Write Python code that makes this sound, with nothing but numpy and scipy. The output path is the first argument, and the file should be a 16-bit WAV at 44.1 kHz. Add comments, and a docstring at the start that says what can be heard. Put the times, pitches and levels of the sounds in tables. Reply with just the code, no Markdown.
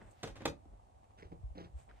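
"""A folded metal camping cot is swung and set down in a dirt corral. Cloth rustles first; near 0.23 s
and 0.45 s the tubes and feet clack together, each impact exciting the modes of the frame, and a steel
barn on the left reflects the sound. From 1.2 s feet scuff the dirt to the right and small stones click;
near 1.8 s the cloth slides again. Soft low bumps reach the microphone over a quiet outdoor background."""
import sys
import numpy as np
from scipy import signal
from scipy.fft import rfft, irfft, next_fast_len
from scipy.io import wavfile
from scipy.ndimage import map_coordinates

SR = 44100
rng = np.random.default_rng(int(sys.argv[2]) if len(sys.argv) > 2 else 0)


def digitize_waveform(pressure):
    """Quantize a signal to 16-bit integers and store it at the path in sys.argv[1].

    Rows of a 2-D input are taken as channels; values are limited to [-1, 1].
    """
    field = np.atleast_2d(pressure).T
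    bounded = np.clip(field, -1, 1)
    quanta = np.round(bounded * 32767).astype(np.int16)
    wavfile.write(sys.argv[1], SR, quanta)


N = 88200

# contacts of the frame (time [s], level [dB], brightness [dB/octave], thud [dB], rattle t60 [s])
IMPACTS = [(.2300, -44.5, 2, 10.5, 0.015), (0.2329, -37, 1, -13, 0.081), (0.2385, -41, -1.5, 6, 0.073),
           (0.243, -54.5, -1.5, 2, .06), (0.2516, -46, -2.5, 5, 0.045), (.2745, -47, 0.5, -12, .16),
           (0.3566, -55, 1, -16, 0.088), (0.3658, -55.5, 0.5, -6, 0.18), (.407, -52.5, -2.5, -12, 0.068),
           (.420, -49, -1.5, 14, 0.04), (.4540, -33.5, 1, 4.5, 0.054), (0.4565, -27, 1, -18, 0.045),
           (.4603, -31.5, 0.5, 2, 0.033), (0.4646, -38.5, 0, 8, 0.051), (0.4786, -44, -2, 2, 0.048)]
# modes of the tubes (frequency [Hz], level [dB], t60 [s])
TUBE_MODES = [(146, -2, .16), (234, -7, .2), (294, -4, .2), (464, -4, .17), (548, -2, .17), (587, -4, .17),
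              (758, -4, .17), (910, -7, .13), (1218, -7, .14), (1470, -5, .09), (1812, -13, .12),
              (2353, -9, .1), (2584, -8, .24), (3165, -17, .08), (3779, -13, .2)]
# spectrum of a contact (frequency [Hz], level [dB])
CLACK_SPECTRUM = [(100, -1.5), (200, 3), (330, 5.5), (720, 2.5), (1050, -1), (1500, -5), (2500, -7),
                  (3800, -7), (5000, -13), (7500, -15.5), (9800, -26), (12500, -32.5), (15000, -41)]
# reverberation time of the yard (frequency [Hz], t60 [s])
YARD_DECAY = [(100, 0.38), (500, 0.22), (1500, 0.19), (5000, 0.18), (12000, 0.12)]
# colour of the reverberation (frequency [Hz], gain [dB])
YARD_RESPONSE = [(100, 0.5), (400, 0), (1200, -3.5), (4000, -7), (12000, 1)]
# scuffs on the dirt (time [s], rise [s], t60 [s], grit [dB], sole [dB])
FOOT_SCUFFS = [(1.187, 0.0086, 0.24, -62, -63), (1.229, 0.0046, 0.17, -64, -54.5),
               (1.251, 0.0049, 0.27, -71.5, -63.5), (1.325, 0.0085, 0.11, -69.5, -53.5),
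               (1.557, 0.0056, 0.15, -65, -55.5), (1.588, 0.015, 0.16, -58.5, -47.5),
               (1.613, 0.014, 0.098, -57, -48.5), (1.65, 0.02, 0.13, -62.5, -58)]
# spectra of grinding grit and of the sole (frequency [Hz], level [dB])
GRIT_SPECTRUM = [(300, 6.5), (900, 1), (1400, 5), (2200, 1), (3200, -1), (4400, -7), (6000, -10),
                 (8000, -29), (14000, -33)]
SOLE_SPECTRUM = [(60, -26), (130, -21), (180, 6.5), (235, -20.5), (320, 0.5), (450, -7), (650, -9.5),
                 (1100, -15.5), (3000, -62)]
# dull pats, as of a foot or hoof on packed dirt (time [s], level [dB], frequency [Hz], t60 [s])
DIRT_PATS = [(.018, -50, 187.5, 0.099), (.422, -40.5, 226, 0.044), (0.656, -50.5, 299, 0.061),
             (1.185, -46.5, 389, 0.023), (1.226, -40.5, 434, 0.029), (1.323, -44, 298, 0.034),
             (1.554, -46.5, 292, 0.083), (1.579, -53, 324, 0.073), (1.607, -43, 319, 0.067)]
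# clicks of small stones (time [s], level [dB], frequency [Hz], left lag [ms])
STONE_CLICKS = [(.016, -49, 1910, 0.011), (.655, -51, 694, 0.126), (1.2241, -45, 2040, 0.39),
                (1.2305, -45.5, 2120, 0.42), (1.320, -57, 2170, 0.42), (1.581, -46.5, 4150, 0.44),
                (1.891, -59, 2200, -0.45), (1.902, -60, 1920, -0.46), (1.913, -46.5, 1490, -0.57)]
# strokes of the cloth (time [s], rise [s], t60 [s], level [dB], brightness [dB/octave])
CLOTH_STROKES = [(0.02, 0.019, 0.24, -56, -2.5), (0.086, 0.041, 0.33, -63, -2.5),
                 (0.217, 0.092, 0.27, -73, 6.5), (.31, 0.089, 0.17, -64, 2.5),
                 (0.373, 0.02, 0.089, -55.5, 0), (0.421, 0.021, 0.34, -56, 0.5),
                 (.74, 0.09, 0.38, -67.5, -7), (1.05, 0.022, 0.073, -74.5, 0.5),
                 (1.115, 0.022, 0.062, -77, 3), (1.802, 0.036, 0.27, -69, 2.5),
                 (1.896, 0.0066, 0.21, -59, -1.5), (1.99, 0.067, .1, -72.5, 3.5)]
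# strokes of the taut fabric (time [s], rise [s], t60 [s], level [dB])
TAUT_STROKES = [(.1, 0.096, 0.23, -79), (.113, 0.0039, 0.073, -69.5), (1.2, 0.015, .1, -80),
                (1.805, 0.04, 0.3, -72.5)]
# spectra of the rustle and the swish (frequency [Hz], level [dB])
CLOTH_SPECTRUM = [(100, -2.5), (250, 0.5), (600, 0.5), (1100, -2.5), (2000, -4.5), (4000, -17),
                  (8000, -32.5), (14000, -42)]
SWISH_SPECTRUM = [(2000, -24), (5500, -20), (8300, -6), (9800, -25), (12500, -24), (15000, -46)]
# bumps on the microphone (time [s], level [dB], frequency [Hz], rise [s], fall [s])
MIC_BUMPS = [(0.327, -49.5, 54, 0.023, 0.013), (.485, -47, 63.6, 0.013, 0.047),
             (0.678, -53, 70, 0.018, 0.032), (0.743, -52, 45.5, 0.049, 0.029),
             (0.841, -58.5, 57, 0.023, 0.022), (0.962, -58, 66, .02, 0.028),
             (1.26, -47.5, 57, 0.0066, 0.013), (1.345, -52, 55, 0.023, 0.023),
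             (1.441, -40, 97, 0.0086, 0.0074), (1.456, -37.5, 53.3, 0.016, 0.033),
             (1.516, -40.5, 67, 0.01, 0.0099), (1.762, -39, 62, 0.022, 0.023),
             (1.959, -55, 53.3, 0.088, 0.032)]
# spectra of the still air, far-off rush and rumble (frequency [Hz], level [dB])
AIR_SPECTRUM = [(100, -11.5), (200, -7), (400, -11.5), (750, -2.5), (1200, -20.5), (2400, -24), (5000, -31),
                (8500, -28), (12500, -43), (15000, -57)]
RUSH_SPECTRUM = [(200, -6), (400, -6.5), (600, 2), (800, 10.5), (1200, -4.5), (1800, -39.5), (3000, -46)]
RUMBLE_SPECTRUM = [(20, -23.5), (40, 3), (60, 0.5), (100, 5), (150, -8), (400, -57)]
# envelope of the rumble (time [s], level [dB])
RUMBLE_ENVELOPE = [(0, -61.5), (.08, -56.5), (.16, -66.5), (.35, -57.5), (.65, -62.5), (.85, -68.5),
                   (1.12, -68), (1.35, -56.5), (1.65, -57.5), (2, -67.5)]
# left-right likeness of diffuse sound (frequency [Hz], correlation [1])
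COHERENCE = [(30, .5), (130, 0.7), (400, 0.13), (900, 0), (3000, 0.18), (8000, 0.15), (14000, 0)]

RING_DB, RATTLE_DB, SNAP_DB, SNAP_T60_S = -15.5, -1, 1.5, 0.0081
THUD_HZ, THUD_T60_S, THUD_DB = 107, 0.14, -16
WALL_DELAY_S, WALL_T60_S, WALL_DB = 0.019, 0.14, -10.5
YARD_ONSET_S, COT_YARD_DB, FEET_YARD_DB = 0.0055, -7.5, -11.5
PAT_ATTACK_S, STONE_TOP_HZ = 0.003, 6000
AIR_DB, RUSH_DB, TOP_HZ = -70.5, -68, 15200


def cot():
    """Impact excitation: each contact snaps, rattles the joints, rings the tubes and thuds in the cloth."""
    out, pulse = np.zeros(N), minimum_phase(CLACK_SPECTRUM)
    t, hz = np.arange(SR // 2) / SR, np.fft.rfftfreq(SR, 1 / SR)
    for s, db, slope_db, thud_db, rattle_t60 in IMPACTS:
        rattle = amp(RATTLE_DB) * burst(decay(t, rattle_t60))
        snap = amp(SNAP_DB) * burst(decay(t, SNAP_T60_S))
        ring = sum(amp(level + rng.normal(0, 2)) * decay(t, t60) * sine(f, t)
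                   for f, level, t60 in TUBE_MODES)
        thud = amp(THUD_DB + thud_db) * decay(t, THUD_T60_S) * np.sin(2 * np.pi * THUD_HZ * t)
        body = signal.fftconvolve(rattle + snap, pulse)[:len(t)] + amp(RING_DB) * ring
        clack = irfft(rfft(body, SR) * tilt(hz, slope_db), SR)[:len(t)]
        out[round(s * SR):][:len(t)] += amp(db) * (clack + thud)
    return out


def barn(x):
    """Diffuse reflection: the ribbed wall returns a smeared echo from the left."""
    smear = burst(fade(WALL_DELAY_S, WALL_T60_S))
    echo = signal.fftconvolve(x, smear / np.linalg.norm(smear))[:N]
    return amp(WALL_DB) * placed(echo, lag_ms=-0.335, pan_db=1.2)


def yard(x):
    """Reverberation: rails, sheds and ground scatter the sound; the treble dies first."""
    hz, t, noise = signal.stft(rng.standard_normal((2, N)), SR, nperseg=256)
    envelope = decay(t, along(YARD_DECAY, hz)[:, None]) * (1 - np.exp(-t / YARD_ONSET_S))
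    tail = spread(signal.istft(noise * envelope, SR, nperseg=256)[1][:, :N])
    wet = signal.fftconvolve(x[None], tail / np.linalg.norm(tail[0]), axes=1)[:, :N]
    return filtered(wet, lambda hz: amp(along(YARD_RESPONSE, hz)))


def scuffs():
    """Granular friction: a sole pushes dully into the dirt and grinds the grit."""
    out = np.zeros(N)
    for s, rise, t60, grit_db, sole_db in FOOT_SCUFFS:
        grit = amp(grit_db) * grainy(GRIT_SPECTRUM, grain_db=2)
        sole = amp(sole_db) * grainy(SOLE_SPECTRUM, grain_db=3.5)
        out += swell(s, rise, t60) * (grit + sole)
    return out


def pats():
    """Damped oscillation: a soft contact gives a few cycles of a hollow note."""
    out = np.zeros(N)
    for s, db, hz, t60 in DIRT_PATS:
        t = np.maximum(since(s), 0)
        attack = 1 - np.exp(-t / PAT_ATTACK_S)
        out += amp(db) * attack * decay(t, t60) * np.sin(2 * np.pi * hz * t)
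    return out


def stones():
    """Heavy damping: single stones click without ringing on."""
    out = np.zeros((2, N))
    for s, db, hz, lag_ms in STONE_CLICKS:
        rough_tone = np.sin(2 * np.pi * hz * since(s)) + 0.23 * rng.standard_normal(N)
        out += placed(amp(db) * fade(s, t60=0.007) * rough_tone, lag_ms, pan_db=-0.5)
    return filtered(out, lambda hz: hz < STONE_TOP_HZ)


def cloth():
    """Stick-slip friction: cloth slides over the frame in short strokes."""
    out = np.zeros((2, N))
    for s, rise, t60, db, slope_db in CLOTH_STROKES:
        mid = grainy(CLOTH_SPECTRUM, grain_db=-0.5, slope_db=slope_db)
        side = grainy(CLOTH_SPECTRUM, grain_db=-6, slope_db=slope_db)
        out += amp(db) * swell(s, rise, t60) * np.array([mid, side])
    return spread(out)


def swishes():
    """Friction noise: taut fabric hisses thinly as it slides."""
    envelope = sum(amp(db) * swell(s, rise, t60) for s, rise, t60, db in TAUT_STROKES)
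    return envelope * wash(SWISH_SPECTRUM)


def bumps():
    """Wave packets: low thumps on the microphone, a few cycles each under Gaussian flanks."""
    out = np.zeros(N)
    for s, db, hz, rise, fall in MIC_BUMPS:
        t = since(s)
        width = np.where(t < 0, rise, fall)
        out += amp(db) * np.exp(-(t / width) ** 2) * sine(hz, t)
    return placed(out, lag_ms=-2.16, pan_db=0)


def background():
    """Ambient noise: diffuse air and wavering rumble, with a far-off rush from the right."""
    rush_gain = amp(RUSH_DB + 0.2 * wobble(rate=12))
    rush = rush_gain * placed(grainy(RUSH_SPECTRUM, grain_db=7), lag_ms=0.58, pan_db=-0.5)
    air = amp(AIR_DB) * wash(AIR_SPECTRUM)
    rumble_db = np.interp(since(0), *np.transpose(RUMBLE_ENVELOPE))
    rumble = amp(rumble_db) * wash(RUMBLE_SPECTRUM)
    return (air + rumble) * amp([[-0.7], [0.7]]) + rush


def amp(db):
    """Amplitude ratio of a level in decibels."""
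    return 10 ** (np.asarray(db) / 20)


def unit(x):
    """Normalisation to rms 1."""
    return x / np.sqrt(np.mean(x ** 2) + 1e-20)


def along(points, hz):
    """Interpolation on a logarithmic frequency axis."""
    f, values = np.transpose(points)
    return np.interp(np.log(hz + 1), np.log(f + 1), values)


def since(s):
    """Elapsed seconds from time s, per sample."""
    return np.arange(N) / SR - s


def sine(hz, t):
    """Harmonic motion with random phase."""
    return np.sin(2 * np.pi * (hz * t + rng.random()))


def decay(t, t60):
    """Exponential damping: 60 dB in t60 seconds."""
    return np.exp(-np.log(1000) * t / t60)


def fade(s, t60):
    """Silence, then free decay from time s."""
    t = since(s)
    return (t >= 0) * decay(np.maximum(t, 0), t60)


def swell(s, rise, t60):
    """Gaussian rise to time s, then free decay."""
    t = since(s)
    return np.where(t < 0, np.exp(-(t / rise) ** 2), fade(s, t60))


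def wobble(rate):
    """Spline interpolation of random knots, rate a second."""
    return map_coordinates(rng.standard_normal(4096), [np.arange(N) * rate / SR + 2], mode="mirror")


def filtered(x, response):
    """Linear filtering by a complex frequency response."""
    size = next_fast_len(N + SR // 2)
    return irfft(rfft(x, size) * response(np.fft.rfftfreq(size, 1 / SR)), size)[..., :N]


def tilt(hz, slope_db):
    """Spectral slope per octave about 1500 Hz."""
    return amp(slope_db * np.log2(np.maximum(hz, 200) / 1500))


def minimum_phase(spectrum, size=2048):
    """Cepstral folding gives a causal pulse of energy 1 with this spectrum."""
    cepstrum = irfft(np.log(amp(along(spectrum, np.fft.rfftfreq(size, 1 / SR)))))
    cepstrum[1:size // 2] *= 2
    cepstrum[size // 2 + 1:] = 0
    pulse = irfft(np.exp(rfft(cepstrum)))
    return pulse / np.linalg.norm(pulse)


def burst(envelope):
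    """Spectral whitening: enveloped noise with little colour of its own."""
    spectrum = rfft(envelope * rng.standard_normal(len(envelope)))
    white = irfft(spectrum / (np.abs(spectrum) + 1e-12), len(envelope))
    x = white * np.sqrt(envelope)
    return x / np.linalg.norm(x) * np.linalg.norm(envelope)


def grainy(spectrum, grain_db, slope_db=0):
    """Random amplitude modulation: noise of rms 1 in tiny clumps."""
    clumps = rng.standard_normal(N) * amp(grain_db * wobble(rate=750))
    return unit(filtered(clumps, lambda hz: amp(along(spectrum, hz)) * tilt(hz, slope_db)))


def placed(x, lag_ms, pan_db):
    """Direction cues: the left channel is lag_ms later and pan_db louder than the right."""
    side = np.array([[0.5], [-0.5]])
    return filtered(x, lambda hz: amp(side * pan_db) * np.exp(-2j * np.pi * hz * side * lag_ms / 1000))


def spread(x):
    """Partial coherence: two unrelated signals mix into channels most alike in the bass."""
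    angle = lambda hz: np.arccos(np.clip(along(COHERENCE, hz), -1, 1)) / 2
    mid, side = filtered(x, lambda hz: np.array([np.cos(angle(hz)), np.sin(angle(hz))]))
    return np.array([mid + side, mid - side])


def wash(spectrum):
    """Diffuse field: stereo noise of rms 1."""
    noise = filtered(rng.standard_normal((2, N)), lambda hz: amp(along(spectrum, hz)))
    return unit(spread(noise))


def scene():
    """Superposition: the cot ahead, the feet to the right, the yard around them."""
    frame, feet = cot(), scuffs() + pats()
    knocks = placed(frame, lag_ms=0.095, pan_db=-1.5) + barn(frame) + amp(COT_YARD_DB) * yard(frame)
    steps = placed(feet, lag_ms=0.448, pan_db=-2.5) + amp(FEET_YARD_DB) * yard(feet)
    return knocks + steps + stones() + cloth() + swishes() + bumps() + background()


def record(dry):
    """Band limiting: nothing passes above TOP_HZ."""
    return filtered(dry, lambda hz: hz < TOP_HZ)


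dry = scene()
out = record(dry)
digitize_waveform(out)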